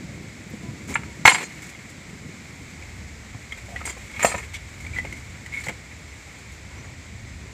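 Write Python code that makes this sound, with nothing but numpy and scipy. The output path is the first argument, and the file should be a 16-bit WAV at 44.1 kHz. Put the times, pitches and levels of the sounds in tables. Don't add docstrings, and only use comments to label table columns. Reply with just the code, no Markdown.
import sys
import numpy as np
from scipy import signal
from scipy.fft import rfft, irfft, next_fast_len
from scipy.io import wavfile
from scipy.ndimage import uniform_filter1d

SR = 44100
rng = np.random.default_rng(int(sys.argv[2]) if len(sys.argv) > 2 else 0)


def rack_gain(trim_db):
    fader = np.asarray(trim_db, float)
    return 10 ** (fader / 20)


def wav_record(signal):
    frames = np.transpose(np.atleast_2d(signal))
    bounded = np.clip(frames, -1, 1)
    quanta = np.round(bounded * 32767).astype(np.int16)
    wavfile.write(sys.argv[1], SR, quanta)


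N = 332324


def evened(x):
    return x / np.sqrt(np.mean(x ** 2) + 1e-20)


def add(mix, start_s, sound):
    part = mix[round(start_s * SR):][:len(sound)]
    part += sound[:len(part)]


def colour(x, points):
    point_hz, level_db = np.transpose(points)
    size = next_fast_len(len(x))
    hz = np.fft.rfftfreq(size, 1 / SR) + 1
    gain = rack_gain(np.interp(np.log(hz), np.log(point_hz), level_db, left=-70, right=-70))
    return evened(irfft(rfft(x, size) * gain, size)[:len(x)])


def curves(rows):
    start_s, *columns = np.transpose(rows)
    return [np.interp(np.arange(N) / SR, start_s, column) for column in columns]


def lumps(ms, depth_db):
    width = round(ms * SR / 1000)
    smooth = uniform_filter1d(uniform_filter1d(rng.standard_normal(N), width), width)
    return evened(rack_gain(depth_db * evened(smooth)))


def high_pass(x, hz):
    return signal.sosfilt(signal.butter(2, hz, "high", fs=SR, output="sos"), x)


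def ring(modes, stretch, scatter_db, rise_ms, detune=0, waver_db=0):
    hz, level_db, t60_s = np.transpose(modes)[:, :, None]
    t = np.arange(round(.3 * SR)) / SR
    luck = rng.standard_normal((len(modes), 3))
    turns = hz * (1 + detune * luck[:, 2:]) * t
    fade = rack_gain(level_db + scatter_db * luck[:, :1] - 60 * t / (t60_s * stretch))
    tones = fade * np.sin(2 * np.pi * turns + 0.37 * luck[:, 1:2])
    if waver_db:
        speed, start = rng.random((len(modes), 2)).T[:, :, None]
        tones = tones * rack_gain(waver_db * np.sin(2 * np.pi * ((15 + 35 * speed) * t + start)))
    return tones.sum(0) * (1 - np.exp(-1000 * t / rise_ms))


# pitch_hz, width_hz, level_db
PORT = [(2180, 450, -2), (7440, 1030, 8)]


def port(x):
    out = x.copy()
    for hz, width_hz, level_db in PORT:
        out += rack_gain(level_db) * signal.lfilter(*signal.iirpeak(hz, hz / width_hz, SR), x)
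    return out


# pitch_hz, level_db (per Hz)
RUB = [(700, -9.5), (1300, -2), (2200, 6), (3200, -6.5), (4600, -17)]
# pitch_hz, level_db (per Hz)
GRIT = [(2500, -19), (4000, 2.5), (6000, 2.5), (8500, -1.5), (10000, -6), (12500, -6), (15500, -11)]


def knock(peak_db, modes, grit_db, stretch, rise_ms, crunch_db=-8, crunch_s=0.086, grit_s=0.064):
    body = ring(modes, stretch, 1.0, rise_ms, detune=0.012)
    t = np.arange(len(body)) / SR
    rough, dust, grains = rng.standard_normal((3, len(body)))
    crunch = colour(rough, RUB) * rack_gain(crunch_db - 60 * t / (crunch_s * stretch))
    crumbs = rack_gain(2.9 * evened(uniform_filter1d(grains, size=60)))
    grit = colour(dust * crumbs, GRIT) * rack_gain(grit_db - 60 * t / (grit_s * stretch))
    settling = 1 - np.exp(-1000 * t / (3.04 * rise_ms))
    sound = port(body / abs(body).max() + (crunch + 0.5 * grit) * settling)
    return rack_gain(peak_db) * sound / abs(sound).max()


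# start_s, peak_db, grit_db, tilt_db (treble tilt per octave)
CAUGHT = [
    (0.955, -5.5, -26, 4),
    (.9585, -11.5, -26, 0),
    (1.034, -28.5, -8, 3),
    (3.875, -20.5, -15, -3),
]
TOSSED = [(1.2515, -26, 10, 8), (1.2535, 7.5, -21, 0), (1.2595, -4.5, -7.5, 0), (1.266, -3.5, 2, 1),
          (1.2758, 4, -15, 3), (1.2795, 5, -24, -6), (1.288, -19, 9, -2), (1.292, -9, -8, 8),
          (1.296, -12, 0, 15), (1.304, -10, -5, 7), (1.314, -12, -13, 6), (1.32, -12.5, -24, -6),
          (1.346, -11, -22, 3), (1.353, -15, -8, 4), (1.361, -19, -18, -2), (1.384, -22, -21, -1),
          (1.409, -23, -18, -6), (1.434, -31, -11, 7)]
DROPPED = [(4.194, -20, -5, 12), (4.204, -20, -5, 14), (4.216, -22, -12, 16), (4.229, -14, -9, 16),
           (4.234, -15, -19, 5.5), (4.2415, -20, 8, 10), (4.2465, -2.5, -10.5, -3.5), (4.2525, -18, -14, 6),
           (4.259, -22, -14, 7), (4.267, -21, -2, 11), (4.276, -22, 4, -2), (4.283, -24, 2, 14),
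           (4.29, -33, -2, 11), (4.299, -29, -10, 21), (4.317, -18.5, -13, 6), (4.325, -22, -12, 12),
           (4.343, -19.5, -25, -2.5), (4.347, -19, -25, 5), (4.352, -20.5, -25, 2), (4.381, -24, -12, 18),
           (4.388, -24, -12, 27), (4.405, -31, -12, 20)]
# pitch_hz, level_db, t60_s (time to fade by 60 dB)
CAUGHT_MODES = [(804, -13, 0.06), (927, -6, 0.065), (1350, -0.5, 0.046), (1530, -1, 0.032),
                (1950, -25, 0.019), (2200, 1.5, 0.023), (2700, -10, .03), (3200, -14, .02)]
TOSSED_MODES = [(500, -13, 0.042), (800, -13, 0.05), (915, -2.5, 0.044), (995, -4, 0.056),
                (1180, -11, 0.06), (1337, 3.5, 0.02), (1720, -3.5, 0.029), (1860, -5, .04),
                (2150, -2.5, 0.052), (2400, -5, 0.025), (2690, -8, 0.036), (2955, -8, 0.04),
                (3240, -10, 0.04), (3740, -16, 0.04)]
DROPPED_MODES = [(250, -10, 0.056), (528, -2, 0.029), (647, 12, 0.028), (964, 0, 0.077),
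                 (1242, -1.5, 0.077), (1815, 0, 0.034), (2200, -8, 0.051), (2466, -11, 0.045),
                 (3180, -30, 0.022)]


def boards():
    out = np.zeros(N)
    choke_start_s, choke_db = 0.0074, -9
    for rows, modes in (CAUGHT, CAUGHT_MODES), (TOSSED, TOSSED_MODES), (DROPPED, DROPPED_MODES):
        for start_s, peak_db, grit_db, tilt_db in rows:
            tilted = [(hz, level_db + tilt_db * np.log2(hz / 1000), t60_s) for hz, level_db, t60_s in modes]
            stretch = max(0.53 + 0.0071 * peak_db, .2)
            sound = knock(peak_db, tilted, grit_db, stretch, rise_ms=1.0)
            flat = np.clip((np.arange(len(sound)) / SR - choke_start_s) / .002, 0, 1) * (peak_db > 0)
            add(out, start_s, sound * rack_gain(choke_db * flat))
    return out


# pitch_hz, level_db, t60_s
HOLLOW = [(312, 3.5, 0.038), (528, 10, 0.032), (700, 4.5, 0.048), (820, 4.5, 0.04)]


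def lath(hz, hollow_db):
    series = (.62, -15), (1.0, 2.5), (1.29, -28), (1.52, -10)
    body = [(hz * ratio, level_db, .05) for ratio, level_db in series]
    return body + [(gap_hz, level_db + hollow_db, t60_s) for gap_hz, level_db, t60_s in HOLLOW]


# start_s, peak_db, pitch_hz, grit_db, hollow_db
KNOCKS = [(0.177, -35, 2220, -21, 7), (0.509, -44, 2100, -5, -6), (.907, -31, 2150, -14, -9),
          (.92, -36, 2250, -10, -23), (0.94, -24, 2240, -10, -23), (3.521, -22.5, 2120, -10, -38),
          (3.761, -21, 1944, -18, -16), (3.814, -26, 1260, -26, -8), (3.853, -23, 2150, -14, -17),
          (3.895, -29, 2100, -10, -31), (4.848, -28.5, 2080, -9, -14), (4.865, -27, 2320, -8, -21),
          (4.986, -25, 2000, -10, -4), (5.049, -24.5, 2030, -18, 3), (5.056, -37, 1500, -18, 3),
          (5.125, -23, 2060, -4, -40), (5.461, -25.5, 2020, -1.5, -26), (5.64, -33, 2010, 6, -14),
          (5.668, -21.5, 2150, -10, -2), (5.684, -17.5, 2110, -6, -16), (5.6915, -19, 2290, -12, -4),
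          (5.6972, -28, 1450, -15, -3), (5.703, -32, 2150, -16, 6)]


def knocks():
    out = np.zeros(N)
    for start_s, peak_db, hz, grit_db, hollow_db in KNOCKS:
        stretch = max(0.58 + 0.02 * (peak_db + 21), .2)
        rise_ms = 0.6 * rack_gain(-0.4 * (peak_db + 18))
        add(out, start_s, knock(peak_db, lath(hz, hollow_db), grit_db, stretch, rise_ms, crunch_db=-7))
    return out


# start_s, peak_db, grit_db
TICKS = [(0.117, -41, -18), (0.873, -36, 12), (1.504, -35, -16), (1.619, -31, 4), (1.635, -37, 14),
         (1.664, -35, 7), (1.69, -32.5, 7), (1.747, -35, -21), (1.788, -39, -5), (1.893, -36.5, 18),
         (2.09, -35, 1), (2.821, -36, -17), (3.573, -31.5, 0), (3.787, -33, -9), (3.974, -35, 3),
         (4.093, -34, -7), (4.137, -31.5, -17), (4.162, -27, -14), (4.428, -32.5, -19), (4.802, -33, 4),
         (5.164, -34, 3), (5.348, -35.5, -19), (5.611, -35, 8), (5.912, -38.5, -16), (6.382, -37, 4),
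         (6.519, -41, 20)]


def ticks():
    out = np.zeros(N)
    for start_s, peak_db, grit_db in TICKS:
        modes = lath(2200 * (1 + .04 * rng.standard_normal()), hollow_db=-19)
        add(out, start_s, knock(peak_db, modes, grit_db, stretch=1.1, rise_ms=2.2, crunch_db=-1.0))
    return out


# start_s, peak_db, pitch_hz
PINGS = [(4.9345, -30, 2300), (4.945, -34, 2350), (4.955, -31, 2300), (4.961, -27, 1990),
         (4.966, -29, 1990), (4.972, -28, 2000), (4.978, -32, 2000), (4.9852, -17, 2010),
         (4.991, -24.5, 2010), (4.998, -27, 2000), (5.003, -31, 1990), (3.51, -35, 2200),
         (3.529, -31, 2150), (5.043, -34, 2400), (5.072, -34, 2200), (5.523, -33, 2200), (5.528, -31, 2150),
         (5.5375, -23, 2180), (5.544, -26, 2230), (5.549, -31, 2200), (5.554, -30, 2250),
         (5.559, -33, 2200), (5.565, -30, 2200), (5.5715, -23, 2220), (5.576, -26, 2200),
         (5.585, -27, 2150), (5.59, -27, 2150), (5.607, -33, 2200), (5.612, -33, 2150)]


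def pings():
    out = np.zeros(N)
    for start_s, peak_db, hz in PINGS:
        sound = ring([(hz, 0, .028), (1.62 * hz, -20, .015)], 1, scatter_db=0, rise_ms=1.5)
        add(out, start_s, rack_gain(peak_db) * sound / abs(sound).max())
    return out


# start_s, length_s, pitch_hz, width_hz, level_db
SQUEAKS = [(3.5205, 0.012, 3200, 350, -39), (5.64, .015, 4400, 600, -46), (3.681, 0.03, 620, 200, -45.5),
           (3.71, 0.055, 700, 159, -43), (4.538, 0.036, 2200, 200, -35.5), (4.539, 0.033, 3240, 800, -41),
           (4.547, 0.018, 5960, 500, -48), (4.549, 0.041, 7240, 250, -65), (4.96, 0.05, 2000, 109, -42),
           (5.607, .01, 8500, 400, -48), (5.601, 0.012, 7300, 300, -45), (5.664, 0.005, 7800, 900, -39),
           (3.806, 0.01, 1300, 200, -40), (3.964, 0.018, 594, 500, -43.5), (3.346, 0.0066, 700, 900, -43),
           (0.495, .02, 12500, 4000, -59)]


def squeaks():
    out = np.zeros(N)
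    for start_s, length_s, hz, width_hz, level_db in SQUEAKS:
        noise = rng.standard_normal(round(.15 * SR))
        mode = signal.iirpeak(hz, hz / width_hz, SR)
        tone = signal.lfilter(*mode, signal.lfilter(*mode, noise))
        tone = tone[-round(length_s * SR):]
        add(out, start_s, rack_gain(level_db) * evened(tone) * signal.windows.tukey(len(tone), .4))
    return out


# start_s, pressure_db
SLIDE = [(0.0, -56.5), (1.2, -52.5), (1.55, -48), (2.0, -58.5), (2.7, -51.5), (3.3, -56), (3.75, -49),
         (4.13, -48.5), (4.3, -35), (4.51, -53), (5.06, -49), (5.5, -54.5), (6.5, -56), (7.54, -76)]
# start_s, length_s, rub_db, grit_db, groan_db
SCUFFS = [(0.873, 0.072, -46, -48.5, -45), (0.892, 0.029, -47, -43.5, -60), (1.283, 0.18, -35, -44.5, -43),
          (3.853, 0.07, -43, -46, -45.5), (4.188, 0.049, -34, -46, -56), (4.221, 0.018, -34, -53, -39),
          (4.239, 0.19, -63, -65, -46), (4.532, 0.045, -44, -44.5, -75), (4.939, 0.072, -44, -55, -60),
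          (2.74, .12, -70, -80, -54), (7.43, .09, -70, -80, -55), (6.88, .08, -70, -80, -57),
          (5.507, 0.13, -45, -51, -70), (5.633, 0.039, -43, -46, -65), (6.674, 0.22, -52.5, -82, -53)]
# pitch_hz, level_db (per Hz)
GROAN = [(300, 6), (520, 2.5), (700, -3), (1000, 0), (1500, -19)]


def slide(slips_per_s=2500, spread_db=2.5):
    size = rack_gain(spread_db * np.minimum(rng.exponential(1, N), 4))
    slips = size * (rng.random(N) < slips_per_s / SR) * rng.choice([-1, 1], N)
    drive = (evened(slips) + 1.33 * rng.standard_normal(N)) * lumps(ms=12.4, depth_db=1.5)
    out = np.zeros(N)
    pressure_db = curves(SLIDE)[0]
    for k, (mix_db, shape) in enumerate([(0, RUB), (-5, GRIT), (-14.5, GROAN)]):
        pressure = rack_gain(pressure_db + mix_db)
        for start_s, length_s, *level_db in SCUFFS:
            add(pressure, start_s, rack_gain(level_db[k]) * signal.windows.tukey(round(length_s * SR), .5))
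        out += pressure * evened(port(colour(drive, shape)))
    return out


# pitch_hz, level_db, t60_s
HINGE = [(3230, -8, .2), (4247, 0.5, 0.3), (4868, -6.5, 0.43), (5540, -12, 0.25), (6010, -9, 0.3),
         (6760, -2, 0.1), (6570, -5.5, 0.2), (7150, 2, 0.08), (7492, 0, 0.2), (8125, -5, 0.2),
         (8360, -2.5, 0.2), (10120, -10, 0.1), (10000, -1, 0.13), (10950, -7, 0.14), (12400, -7, .09),
         (12850, -16, .09), (13500, -11, .07), (14650, -14, .07), (15200, -6, .07)]
# start_s, peak_db, centre_hz (tones favoured), free_s (time until damped)
RATTLES = [(0.942, -31, 8400, 0.033), (.94, -29, 7450, .012), (.94, -35, 6760, .012),
           (1.261, -22, 7900, .012), (1.267, -17, 4250, .012), (1.285, -20.5, 4200, .07),
           (1.385, -39, 4250, .015), (1.425, -40, 4250, .04), (1.385, -35, 7900, .03),
           (1.288, -16, 7850, 0.029), (1.288, -25, 10400, 0.087), (1.303, -21, 4950, 0.062),
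           (1.323, -18, 7300, 0.085), (1.335, -24.5, 8400, 0.057), (1.312, -33, 6010, 0.045),
           (1.433, -30.5, 6760, 0.041), (3.853, -27, 8400, 0.013), (3.855, -30, 6760, .015),
           (3.875, -31, 7800, .03), (3.885, -40, 3300, .04), (3.922, -37, 7050, .02),
           (3.854, -37, 13300, 0.025), (3.855, -35, 5500, 0.022), (3.883, -38, 5000, .04),
           (3.877, -35, 7500, .015), (3.88, -44, 10500, .03), (3.895, -26.5, 7150, 0.018),
           (4.231, -22, 8400, .008), (4.304, -29, 7000, .03), (4.2266, -16.5, 7150, 0.008),
           (4.2511, -16.5, 7560, 0.032), (4.229, -31, 14000, .03), (4.254, -34, 10500, .05),
           (4.252, -35, 14800, .015), (4.256, -29, 6000, 0.04), (4.259, -29, 5100, .04),
           (4.266, -38, 4250, .02), (4.265, -38, 3230, .03), (4.29, -32, 4250, 0.012),
           (4.318, -38, 4700, .015), (4.305, -33, 8150, .03), (4.285, -27, 8100, 0.051),
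           (4.36, -32, 6900, .012), (4.379, -30.5, 6850, 0.022)]


def hinge():
    out = np.zeros(N)
    for start_s, peak_db, centre_hz, free_s in RATTLES:
        struck = [(hz, level_db - 45 * abs(np.log2(hz / centre_hz)), t60_s) for hz, level_db, t60_s in HINGE]
        sound = ring(struck, 1, scatter_db=2.5, rise_ms=.8, waver_db=3)
        damped = rack_gain(-1100 * np.maximum(np.arange(len(sound)) / SR - free_s, 0))
        chatter = rack_gain(1.6 * evened(uniform_filter1d(rng.standard_normal(len(sound)), size=260)))
        sound = sound * chatter
        add(out, start_s, rack_gain(peak_db) * damped * sound / abs(sound).max())
    return out


def pile(x, t60_s=0.18, delay_s=0.0034):
    t = np.arange(round(.3 * SR)) / SR
    hit = rng.random(len(t)) < 3000 / SR
    taps = rng.choice([-1., 1.], len(t)) * hit * rack_gain(-60 * t / t60_s) * (t > delay_s)
    return signal.oaconvolve(x, taps / np.linalg.norm(taps))[:N]


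# start_s, peak_db, pitch_hz
BUMPS = [(0.021, -30, 178), (0.092, -21, 129), (0.463, -32, 200), (0.534, -18.5, 217), (0.685, -16.5, 123),
         (.854, -28, 129), (1.251, -13.5, 120), (1.776, -29, 158), (1.976, -25.5, 148), (2.127, -23.5, 200),
         (2.289, -21.5, 171), (3.347, -20, 111), (4.348, -21, 201), (5.675, -19, 129), (5.688, -22, 192),
         (5.711, -24, 171)]


def bumps():
    out = np.zeros(N)
    for start_s, peak_db, hz in BUMPS:
        modes = [(hz, -.1, .07), (2.18 * hz, -8, .05), (3.8 * hz, -18, .03)]
        add(out, start_s, rack_gain(peak_db) * ring(modes, 0.72, scatter_db=2.0, rise_ms=4.1))
    return out


# start_s, gust_db, across_db (flutter over rumble as the camera turns)
WIND = [(0.0, -41, 9), (0.35, -46.5, 7.5), (0.61, -43, 12), (0.78, -40.5, 6), (1.43, -46, 8.5),
        (1.9, -50, 5), (2.25, -44.5, 7), (2.45, -48, 6), (2.83, -44, -6), (3.61, -47, -5.5), (4.3, -44, -6),
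        (4.68, -46, -11.5), (4.93, -40.5, -7.5), (5.25, -43.5, -7), (5.71, -47, -2.5), (6.4, -48.5, -5),
        (6.74, -46, -8), (7.54, -44.5, -7)]
# pitch_hz, level_db (per Hz)
RUMBLE = [(18, -27), (45, -12.5), (68, 2), (110, -3.5), (160, -14.5), (300, -25)]
FLUTTER = [(70, -6), (130, 1), (200, 0), (300, -6), (450, -15), (800, -28)]


def wind():
    gust_db, across_db = curves(WIND)
    rumble = colour(rng.standard_normal(N) * lumps(ms=114, depth_db=1.5), RUMBLE)
    flutter = colour(rng.standard_normal(N) * lumps(ms=27.0, depth_db=2.1), FLUTTER)
    return rack_gain(gust_db - across_db / 2) * rumble + rack_gain(gust_db + across_db / 2) * flutter


# pitch_hz, level_db (per Hz)
YARD = [(210, -1), (350, -4), (619, -5), (703, -5.5), (1110, -8), (1280, -7.5), (1660, -5.5), (2200, 2.5),
        (2750, -9.5), (3030, -11), (3780, -10), (5800, -13), (7590, -8), (9180, -25), (15500, -34)]
# start_s, length_s, start_hz, end_hz, level_db
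FAR = [
    (0.616, 0.1, 676, 670, -51.5),
    (0.618, 0.11, 1006, 988, -52.5),
    (1.054, 0.1, 978, 913, -51.5),
    (6.77, .055, 5850, 6050, -52),
    (6.84, .035, 6700, 6900, -52),
]


def yard():
    breeze = lumps(ms=30, depth_db=.3)
    out = rack_gain(-46) * colour(rng.standard_normal(N) * breeze, YARD)
    for start_s, length_s, start_hz, end_hz, level_db in FAR:
        hz = np.linspace(start_hz, end_hz, round(length_s * SR))
        tone = np.sin(2 * np.pi * np.cumsum(hz) / SR)
        add(out, start_s, rack_gain(level_db) * tone * signal.windows.tukey(len(hz), .5))
    return out


def stray_treble(mid, share_db=-4.0, per_s=1.8, octaves=.35):
    hz, t, z = signal.stft(mid, SR, nperseg=512)
    when, where = rng.random((round(per_s * N / SR), 2)).T
    low_hz = 4700 + where * (9600 - 4700)
    overload = 1.262, 4700, 12000
    bands = [overload, *zip(when * N / SR, low_hz, low_hz * 2 ** octaves)]
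    inside = sum((abs(t - s) < .012) * ((hz > lo) & (hz < hi))[:, None] for s, lo, hi in bands)
    phase = np.exp(2j * np.pi * rng.random(z.shape[::-1]).T)
    z = rack_gain(share_db) * np.minimum(inside, 1) * abs(z) * phase
    return signal.istft(z, SR, nperseg=512)[1][:N]


def scene():
    hits = high_pass(boards() + knocks() + ticks() + hinge() + squeaks() + pings(), 110)
    thuds = high_pass(bumps(), 75)
    mono = hits + rack_gain(-12.0) * pile(hits) + thuds + slide() + wind() + yard()
    return np.tile(mono, (2, 1))


def band_limit(x):
    return signal.sosfilt(signal.butter(12, 15660, fs=SR, output="sos"), x)


def record(dry):
    wide = dry + stray_treble(np.clip(dry[0], -1, 1)) * [[1], [-1]]
    return band_limit(np.clip(wide, -.97, .97))


dry = scene()
out = record(dry)
wav_record(out)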